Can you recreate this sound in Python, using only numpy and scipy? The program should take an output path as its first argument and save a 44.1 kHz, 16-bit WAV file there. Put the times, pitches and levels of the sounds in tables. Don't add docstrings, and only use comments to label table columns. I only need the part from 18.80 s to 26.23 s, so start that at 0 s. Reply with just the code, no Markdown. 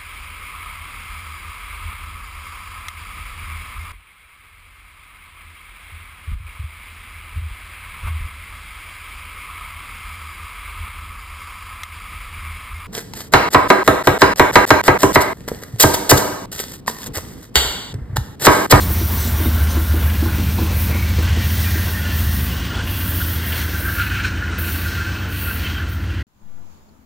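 import sys
import numpy as np
from scipy import signal
from scipy.fft import rfft, irfft, next_fast_len
from scipy.io import wavfile
from scipy.ndimage import uniform_filter1d, map_coordinates

SR = 44100
rng = np.random.default_rng(int(sys.argv[2]) if len(sys.argv) > 2 else 0)


def unload_audio(sound):
    columns = np.transpose(np.atleast_2d(sound))
    steps = np.round(np.clip(columns, -1, 1) * 32767)
    wavfile.write(sys.argv[1], SR, steps.astype(np.int16))


N = 327663
TIME = np.arange(N) / SR


def undb(db):
    return 10 ** (np.asarray(db) / 20)


def unit(x):
    return x / np.sqrt(np.mean(x ** 2))


def curves(table):
    seconds, *columns = np.transpose(table)
    return [np.interp(TIME, seconds, column) for column in columns]


def curve(table):
    return curves(table)[0]


def noise():
    return rng.standard_normal(N)


def walk(rate):
    hold = int(SR / rate)
    steps = np.repeat(noise()[:N // hold + 1], hold)
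    return 1.37 * uniform_filter1d(uniform_filter1d(steps, hold), hold)[:N]


def gain_at(hz, spectrum):
    points_hz, db = np.transpose(spectrum)
    return undb(np.interp(np.log(hz + 1e-3), np.log(points_hz), db))


def colour(x, spectrum):
    size = next_fast_len(N)
    gains = gain_at(np.fft.rfftfreq(size, 1 / SR), spectrum)
    return unit(irfft(rfft(x, size) * gains, size)[:N])


def ring(x, modes):
    total = 0
    for hz, width_hz, db in modes:
        b, a = signal.iirpeak(hz, hz / width_hz, fs=SR)
        total = total + undb(db) * signal.lfilter(b, a, x)
    return unit(total)


def glide(x, speed):
    return unit(map_coordinates(x, [np.cumsum(speed) % (N - 1)], order=1))


def steel(low_hz, high_hz, width_hz, share, count):
    places = (np.arange(count) + rng.random(count)) / count
    modes_hz = low_hz + (high_hz - low_hz) * places
    modes_db = 2 * rng.standard_normal(count)
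    modes = [(hz, width_hz, db) for hz, db in zip(modes_hz, modes_db)]
    return noise() + share * ring(noise(), modes)


def bout(start, length, attack_s, release_s):
    rise = np.clip((TIME - start) / max(attack_s, 1 / SR), 0, 1)
    return rise * np.exp(-np.maximum(TIME - start - length, 0) / release_s)


def note(hz, width_hz, waver):
    pitch_hz = hz * (1 + waver * walk(25)) + .5 * width_hz * walk(150)
    roughness = 1 + .6 * walk(1.5 * width_hz)
    return unit(roughness * np.sin(2 * np.pi * np.cumsum(pitch_hz) / SR))


def streaks(centre_hz, modes):
    total = 0
    for ratio, db in modes:
        swell = undb(db + 2.2 * walk(16))
        total = total + swell * note(ratio * centre_hz, 70, waver=.008)
    return unit(total)


# time in seconds, speed in turns per second.
CRANK_SPEED = [(0, 6.83), (.7, 6.945), (1.5, 7.06), (2.3, 7.17), (3.1, 7.28), (3.9, 7.315), (5.1, 7.35),
               (7.43, 7.365)]


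def crank_turns():
    return np.cumsum(curve(CRANK_SPEED)) / SR


THROB_LEAD = .66
SILENCER_SPREAD = .36


def crank_line(turns, multiple):
    swing = 1 + .06 * (walk(4) + 1j * walk(4))
    phase = multiple * (turns + THROB_LEAD) + SILENCER_SPREAD * multiple ** 2
    return np.sqrt(2) * np.real(swing * np.exp(2j * np.pi * phase))


# multiple of the crank speed, level in mix 0 in dB, level in mix 1 in dB, level in mix 2 in dB.
EXHAUST_LINES = [(5, -34, -30, -24), (6, -33, -26, -22), (7, -30, -21, -19), (8, -22, -11, -5),
                 (9, -12, -9, -6), (10, -8, -7, -7), (11, .5, .5, 1), (12, -11, -7, -5), (13, -11, -2, -2),
                 (14, -23, -21, -16), (15, -23, -20, -16), (16, -24, -14, -11), (17, -23, -17, -14)]
# time in seconds, mix (0 to 2, blending in between; values outside count as the nearest end).
EXHAUST_BALANCE = [(0, 1.5), (.35, 0.7), (.75, 0.7), (1, -2), (1.3, 0.3), (1.6, 1.3), (2.05, 1.5),
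                   (2.4, 0.8), (2.9, 0.84), (3.8, 2.5), (7.4, 2)]
LOPE_DB, LOPE_AT = 1.1, .66
BURN_SCATTER_DB = .5


def exhaust(turns):
    mix = curve(EXHAUST_BALANCE)
    total, power = 0, 0
    for multiple, *mixes_db in EXHAUST_LINES:
        gain = undb(np.interp(mix, np.arange(len(mixes_db)), mixes_db))
        total = total + gain * crank_line(turns, multiple)
        power = power + gain ** 2
    lope_db = LOPE_DB * np.cos(2 * np.pi * (turns - LOPE_AT))
    return undb(lope_db + BURN_SCATTER_DB * walk(12)) * total / np.sqrt(power)


def firing(turns):
    beat = 8 * turns
    index = beat.astype(int)
    pattern = np.array([2.04, 0.49, 1.15, 0.87, 1.74, -1.1, 1.5, -2.2])
    strength = undb(3.0 * pattern[index % len(pattern)] + 2.5 * noise()[index])
    burst = np.exp(-(beat % 1) / 0.96)
    return unit(uniform_filter1d(strength * burst, size=60))


def drone(turns, gate, spectrum):
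    multiples = np.arange(18, 64)
    size = 4096
    strength = gain_at(multiples * CRANK_SPEED[-1][1], spectrum)
    lines = np.zeros(size // 2 + 1, complex)
    lines[multiples] = strength * np.exp(2j * np.pi * rng.random(len(multiples)))
    hum = np.interp(turns % 1, np.arange(size) / size, irfft(lines))
    hum = hum * undb(1.5 * walk(7.4))
    puffs = colour(noise() * gate, spectrum)
    return unit(unit(hum) + 0.3 * puffs)


ECHO_DELAY_S, ECHO_SHRINK_S_PER_S = .1575, .01
ECHO_NEAR, ECHO_FAR, ECHO_FULL_S = .08, .55, 3.8
DRONE_PEAK_S = 2.1


def yard_echo(x):
    delay = ECHO_DELAY_S - ECHO_SHRINK_S_PER_S * TIME
    gain = np.interp(TIME, [DRONE_PEAK_S, ECHO_FULL_S], [ECHO_NEAR, ECHO_FAR])
    return (x + gain * np.interp(TIME - delay, TIME, x)) / np.sqrt(1 + gain ** 2)


# time in seconds, level in dB.
EXHAUST_LOUDNESS = [(0, -19), (.45, -18), (.8, -14.5), (1.2, -15), (1.7, -19.5), (2.5, -14.5), (2.9, -18.5),
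                    (3.15, -25.5), (3.4, -18), (3.75, -22), (5.6, -24), (6.4, -24.5), (7.43, -23.5)]
# frequency in Hz, relative level in dB.
EARLY_DRONE = [(110, -25), (135, 6), (160, -3), (180, 1.5), (195, 2), (204, 8), (213, 3), (240, -3),
               (280, -8), (325, -9), (360, -21), (450, -25), (650, -22)]
# frequency in Hz, relative level in dB.
LATE_DRONE = [(110, -30), (140, -3), (165, 0), (180, 2), (205, 3), (220, -2), (245, -7), (264, 3),
              (277, -6), (294, 1), (306, -6), (328, 1), (360, -11.5), (450, -16), (650, -45)]
DRONE_DB, DRONE_FADE_DB_PER_S = -28.5, 1.43


def engine_hum(turns, gate):
    late = np.clip((TIME - 3.3) / 1.9, 0, 1)
    early_part = np.sqrt(1 - late) * drone(turns, gate, EARLY_DRONE)
    late_part = np.sqrt(late) * drone(turns, gate, LATE_DRONE)
    drone_db = DRONE_DB - DRONE_FADE_DB_PER_S * np.abs(TIME - DRONE_PEAK_S)
    throb = undb(curve(EXHAUST_LOUDNESS)) * exhaust(turns)
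    return yard_echo(throb + undb(drone_db) * (early_part + late_part))


# time in seconds, block level in dB, rattling panels level in dB.
STEADY_CLATTER = [(0, -44, -43.5), (.7, -38, -41.5), (1.9, -41, -41.5), (2.7, -41.5, -35),
                  (3.6, -41, -37.5), (4.5, -37, -38.5), (4.95, -33.5, -39.5), (5.3, -27.5, -34),
                  (5.75, -32, -38), (6.15, -33, -34), (6.36, -36.5, -38), (6.48, -35, -38),
                  (6.9, -36, -34.5), (7.1, -37.5, -42), (7.43, -40.5, -41)]
# start in seconds, length in seconds, block level in dB, rattling panels level in dB.
CLATTER_BOUTS = [(1.416, 0.13, -36.5, -53), (2.44, 0.057, -37, -34), (3.27, 0.073, -46, -44),
                 (3.896, 0.12, -34, -47), (4.398, 0.018, -31, -49), (6.29, 0.08, -38, -42),
                 (4.714, 0.11, -48, -32.5), (5.041, 0.054, -27, -51), (5.179, 0.044, -25.5, -32),
                 (5.338, 0.07, -34, -32), (5.435, 0.026, -25, -29), (6.668, 0.044, -33, -35.5),
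                 (6.835, 0.052, -39, -45), (6.966, 0.071, -31, -39)]


def metal_gains():
    block, panels = undb(curves(STEADY_CLATTER)) ** 2
    for start, length, block_db, panels_db in CLATTER_BOUTS:
        shape = bout(start, length, attack_s=0.014, release_s=0.014)
        block = block + (undb(block_db) * shape) ** 2
        panels = panels + (undb(panels_db) * shape) ** 2
    return np.sqrt(block), np.sqrt(panels) * undb(1.35 * walk(15))


# frequency in Hz, width in Hz, relative level in dB.
BLOCK_MODES = [(1153, 64, -9), (1374, 46, -4.5), (1419, 36, -1.5), (1489, 48, -6.5), (1550, 48, -1.5),
               (1696, 58, -7.5)]


def block_clatter(gate):
    block = 0
    for hz, width_hz, db in BLOCK_MODES:
        swell = undb(db + 2.2 * walk(24))
        block = block + swell * ring(noise(), [(hz, width_hz, 0)])
    strikes = (6.7 + gate) * undb(1.5 * walk(110))
    tone = [(800, -18), (1100, -5.5), (1280, 4), (1360, 2.5), (1750, 5), (2600, -7)]
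    return colour(glide(block, 1 + .008 * walk(14)) * strikes, tone)


# time in seconds, frequency in Hz.
PANEL_CENTRE = [(0, 3310), (1.1, 3265), (2.1, 2772), (2.55, 3065), (3.4, 3005), (3.9, 3136), (4.8, 3045),
                (5.3, 2720), (7.43, 2995)]
# frequency in Hz, relative level in dB.
PANEL_TONE = [(1000, -30), (1900, -6), (2300, -7), (2700, -3), (3050, -2.5), (3250, -2.5), (3550, -9),
              (3900, -13.5), (4300, -10.5), (4700, -13), (5500, -24)]
# multiple of the centre, relative level in dB before swelling.
PANEL_STREAKS = [(.84, -6), (.92, -2), (.98, -2), (1.05, -2)]


def panel_rattle(gate):
    centre_hz = curve(PANEL_CENTRE)
    base = colour(steel(1900, 4800, 45, share=.55, count=24), PANEL_TONE)
    panels = glide(base, (1 + .008 * walk(9)) * centre_hz / 3000)
    return unit((panels + .3 * streaks(centre_hz, PANEL_STREAKS)) * (1.85 + gate))


def engine():
    turns = crank_turns()
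    gate = firing(turns)
    block_gain, panel_gain = metal_gains()
    return engine_hum(turns, gate) + block_gain * block_clatter(gate) + panel_gain * panel_rattle(gate)


# time in seconds, level in dB.
ROAR_LOUDNESS = [(0, -29), (2.5, -31.5), (3.5, -34), (4, -32.5), (5.5, -36), (6.98, -35.5), (7.15, -38),
                 (7.43, -40.5)]
# frequency in Hz, relative level in dB.
ROAR_TONE = [(25, -31), (42, 16), (100, 6.5), (250, 5), (450, -1), (750, -4), (1100, -1), (1250, -5.5),
             (2000, -8), (4000, -20.5), (8000, -41)]


def rolling_roar():
    return undb(curve(ROAR_LOUDNESS) + 1.18 * walk(18)) * colour(noise(), ROAR_TONE)


# time in seconds, frequency in Hz.
RAIL_RING_CENTRE = [(0, 2157), (1.1, 2035), (1.65, 2463), (2.15, 2220), (2.55, 1932), (3.1, 1806),
                    (4.4, 1813), (4.8, 1945), (7.43, 1859)]
# frequency in Hz, relative level in dB.
RAIL_TONE = [(1200, -10.5), (1620, 0.5), (1780, -1), (1900, 1.5), (2050, 0.5), (2300, -10), (4000, -50)]
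# multiple of the centre, relative level in dB before swelling.
RAIL_STREAKS = [(.79, -13.5), (.86, -1.5), (.97, -1.5), (1.04, -1.5), (1.14, -9.5)]


def rail_ring():
    centre_hz = curve(RAIL_RING_CENTRE)
    base = glide(colour(noise(), RAIL_TONE), centre_hz / 1850)
    return unit(base + .65 * streaks(centre_hz, RAIL_STREAKS))


# frequency in Hz, relative level in dB before flickering.
STEEL_WHEEL_MODES = [(5020, -22), (5750, 0), (5840, -14), (6080, -18), (7130, 7.5), (7741, 3.5),
                     (8748, 8.5), (9480, 9), (12177, 6), (12860, 4), (13120, -23), (13378, -2),
                     (13647, -10), (13932, -4), (14790, 12.5), (15250, 2)]


def wheel_ring():
    total = 0
    for hz, db in STEEL_WHEEL_MODES:
        total = total + undb(db + 3.5 * walk(20)) * ring(noise(), [(hz, 40, 0)])
    return unit(total)


# start in seconds, length in seconds, level in dB.
TREAD_SLIPS = [(0, 0.032, -32.5), (0.153, 0.076, -37), (0.36, 0.12, -35.5), (0.885, 0.037, -41),
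               (4.753, 0.095, -40), (5.431, 0.053, -37)]
# frequency in Hz, relative level in dB.
SCRAPE_TONE = [(2500, -1.5), (3600, 6.5), (4300, 6), (4950, 3.5), (5500, 5.5), (6500, 2.5), (7500, -4),
               (8700, -1.5), (10500, -21), (16000, -48)]


def tread_scrape(steady_db):
    near = np.exp(-TIME / 1.1)
    treads = steel(3300, 8200, 45, share=.22, count=26) + (.12 + 1.2 * near) * wheel_ring()
    power = undb(steady_db) ** 2
    for start, length, db in TREAD_SLIPS:
        power = power + (undb(db) * bout(start, length, attack_s=0.0067, release_s=0.01)) ** 2
    return np.sqrt(power) * undb(1.0 * walk(25.37)) * colour(treads, SCRAPE_TONE)


# time in seconds, rail ring level in dB, steady tread scrape level in dB.
WHEEL_LOUDNESS = [(0, -46, -38), (1.15, -44, -39.5), (1.9, -39, -37.5), (2.15, -37.5, -37),
                  (2.6, -37, -35.5), (2.95, -35.5, -33), (3.25, -36, -38), (3.6, -39, -38),
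                  (4.3, -43, -39.5), (4.75, -34.5, -37), (5.35, -40, -39.5), (5.65, -42, -43.5),
                  (5.92, -40, -38.5), (6.15, -37, -37.5), (6.48, -48, -44.5), (6.9, -39.5, -40.5),
                  (7.1, -45, -48.5), (7.43, -42, -49)]


def wheels():
    rail_db, scrape_db = curves(WHEEL_LOUDNESS)
    rail = undb(rail_db + 1.5 * walk(20)) * rail_ring()
    return rolling_roar() + rail + tread_scrape(scrape_db)


# start in seconds, length in seconds, level at the start in dB, time to bite in seconds.
RUBS = [(0, 0.67, -27, 0.0014), (0.666, 1.16, -30.5, 0.081), (1.879, 0.18, -27.5, 0.11),
        (2.144, 0.37, -36.5, 0.04), (2.537, 0.62, -28, 0.16), (3.227, 0.43, -27.5, 0.17),
        (4.01, 0.52, -26, 0.18), (4.598, 0.21, -28, 0.089), (4.82, 0.37, -29.5, 0.18),
        (5.779, 0.24, -28.5, 0.0085), (6.466, 0.27, -30.5, 0.13), (7.071, 0.076, -45.5, 0.018)]
FLANGE_IDLE_DB = -62
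RUB_SAG_DB_PER_S, RUB_RELEASE_S = 2.5, 0.11
RING_ON_DB, RING_ON_S = -7, .135


def flange_gain():
    power = undb(FLANGE_IDLE_DB) ** 2
    for start, length, db, bite_s in RUBS:
        rub = bout(start, length, bite_s, RUB_RELEASE_S)
        ring_on = undb(RING_ON_DB) * bout(start, length, bite_s, RING_ON_S)
        sagging_db = db - RUB_SAG_DB_PER_S * np.clip(TIME - start, 0, length)
        power = power + (undb(sagging_db) * np.maximum(rub, ring_on)) ** 2
    return np.sqrt(power)


# frequency in Hz, relative level in dB.
HISS_TONE = [(5000, -17), (7800, -12.5), (8800, -7), (10500, -4.5), (11600, -1.5), (13000, 3.5),
             (15000, 2.5), (16000, 1)]


def flange_hiss():
    grind = steel(8400, 15700, 30, share=0.49, count=56) + 0.41 * wheel_ring()
    return flange_gain() * undb(1.0 * walk(35)) * colour(grind, HISS_TONE)


# start in seconds, length in seconds, pitch in Hz, width in Hz, level in dB.
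SINGING_NOTES = [(0, 0.021, 4270, 300, -39), (0, 0.17, 286, 14, -37.5), (.15, .083, 5900, 100, -45),
                 (0.378, 0.049, 6070, 140, -39), (.41, 0.12, 7750, 50, -46), (0.45, 0.34, 234, 9.1, -34),
                 (.59, .075, 2050, 70, -39), (.6, 0.06, 3680, 90, -40), (.71, .05, 5770, 85, -50),
                 (.885, .04, 6060, 110, -42), (.882, 0.029, 9600, 202, -42), (1.234, 0.19, 1630, 70, -39),
                 (2.12, .13, 2170, 140, -37), (2.24, 0.058, 2300, 60, -38), (2.427, .08, 1560, 46, -37),
                 (2.44, .32, 3050, 130, -47), (2.58, 0.066, 2340, 43, -42), (2.6, .08, 1870, 68, -39),
                 (2.835, 0.2, 1850, 80, -38.5), (2.849, .09, 2370, 62, -40), (2.85, .24, 1594, 37, -38),
                 (3.134, 0.051, 1860, 74, -36), (3.165, .14, 1456, 39, -39), (3.249, .12, 1754, 60, -35.5),
                 (3.498, 0.92, 1117, 114, -47), (3.673, .36, 3070, 260, -41), (4.2, 0.66, 3170, 250, -45),
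                 (4.751, .098, 4250, 176, -45), (5.53, .16, 3000, 56, -47), (5.846, .35, 4300, 400, -47),
                 (6.09, .17, 1400, 28, -36), (6.1, 0.24, 1550, 63, -36.5), (6.12, 0.044, 2450, 70, -44),
                 (6.545, 0.32, 4350, 220, -54), (6.636, .07, 2640, 160, -43), (6.64, .07, 1820, 69, -45),
                 (6.842, .04, 3060, 58, -34.5), (6.938, 0.043, 3140, 70, -39)]


def sings():
    total = 0
    for start, length, hz, width_hz, db in SINGING_NOTES:
        shape = bout(start, length, attack_s=0.0067, release_s=0.016)
        total = total + undb(db) * shape * note(hz, width_hz, waver=0.0072)
    return total


# time in seconds, thump level in dB, thump tilt in dB per octave, knock level in dB,
# knock pitch in Hz, gritty clank level in dB, clank decay in seconds.
RAIL_JOINTS = [(0.101, -29, 11, -25, 836, -40, .025), (.209, -26, 9, -37, 600, -38, .025),
               (0.602, -22.5, 1, -30, 450, -40, .02), (0.655, -19, -1, -27, 455, -35, .035),
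               (.961, -21, 4, -23, 690, -32, .03), (1.137, -23.5, 5.5, -25, 600, -33, .029),
               (1.422, -19.5, -1, -22, 850, -30, .025), (1.457, -24, 1, -19, 1020, -31, .016),
               (1.581, -24, -1, -37, 600, -42, .02), (1.781, -22, 0, -19, 900, -26, .025),
               (1.812, -23, 2, -29, 500, -35, .02), (1.905, -34, 2, -16.5, 620, -29, .029),
               (2.096, -27, -6, -22, 600, -30, .03), (2.146, -25, -4, -27, 550, -35, .027),
               (2.384, -24, 2, -11, 484, -31, .035), (2.569, -26, -3, -22, 470, -33, .025),
               (2.956, -28, 8, -40, 600, -43, .02), (4.998, -39, 0, -22, 594, -40, 0.012),
               (5.785, -46, 2, -22, 477, -42, .02)]
# frequency in Hz, time to fall by 60 dB in seconds, relative level in dB.
BOGIE_MODES = [(58.4, .13, -9), (125, .11, -7), (202, .3, -9), (234, .11, 2.5), (280, .09, -3),
               (324.4, .21, .5), (355, .09, -5), (397, .16, -12)]
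# multiple of the knock pitch, time to fall by 60 dB in seconds, relative level in dB.
RIM_KNOCK = [(.82, .075, -10), (1, .06, -6), (1.3, .03, -13), (2, .018, -20)]
JOINT_PUSH_S = .002


def joints():
    t = TIME[:SR // 2]
    clank_tone = [(150, -8.0), (450, 13), (600, 5), (900, 5), (1100, 5), (1400, -14), (4000, -3), (10000, -70)]
    grit = colour(noise(), clank_tone)
    push = 1 - np.exp(-t / JOINT_PUSH_S)
    out = np.zeros(N + len(t))
    for start, thump_db, tilt_db, knock_db, knock_hz, clank_db, clank_s in RAIL_JOINTS:
        i = int(start * SR)
        thump, knock = 0, 0
        for hz, t60, mode_db in BOGIE_MODES:
            pitch_hz = hz * (1 + 0.0071 * rng.standard_normal())
            level_db = mode_db + tilt_db * np.log2(hz / 236) - 60 * t / t60
            thump = thump + undb(level_db) * np.sin(2 * np.pi * (pitch_hz * t + rng.random()))
        for ratio, t60, mode_db in RIM_KNOCK:
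            knock = knock + undb(mode_db - 60 * t / t60) * np.sin(2 * np.pi * ratio * knock_hz * t)
        clank = np.exp(-t / clank_s) * grit[i:i + len(t)]
        hit = undb(thump_db) * thump + undb(knock_db) * knock + undb(clank_db) * clank
        out[i:i + len(t)] += hit * push
    return out[:N]


# start in seconds, end in seconds, pitch in Hz, level in dB.
FLANGE_SQUEALS = [(3.6, 4.0, 15040, -48), (3.647, 4.001, 15310, -48), (4.5, 5.75, 14830, -52),
                  (6.006, 6.497, 14815, -47), (6.699, 7.051, 14830, -47)]


def squeals():
    total = 0
    for start, end, hz, db in FLANGE_SQUEALS:
        swell = np.clip(np.minimum(TIME - start, end - TIME) / 0.067, 0, 1)
        tone = np.sqrt(2) * np.sin(2 * np.pi * np.cumsum(hz + 14 * walk(40)) / SR)
        total = total + swell * undb(db + 1.3 * walk(14)) * tone
    return total


def scene():
    mix = engine() + wheels() + flange_hiss() + sings() + joints() + squeals()
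    return np.tile(mix, (2, 1))


def record(dry):
    rumble_cut = signal.butter(2, 28, "highpass", fs=SR, output="sos")
    top_cut = signal.ellip(12, .1, 80, 15780, fs=SR, output="sos")
    fade = np.minimum((TIME[-1] - TIME) / .008, 1)
    return signal.sosfilt(top_cut, signal.sosfilt(rumble_cut, dry) * fade)


dry = scene()
out = record(dry)
unload_audio(out)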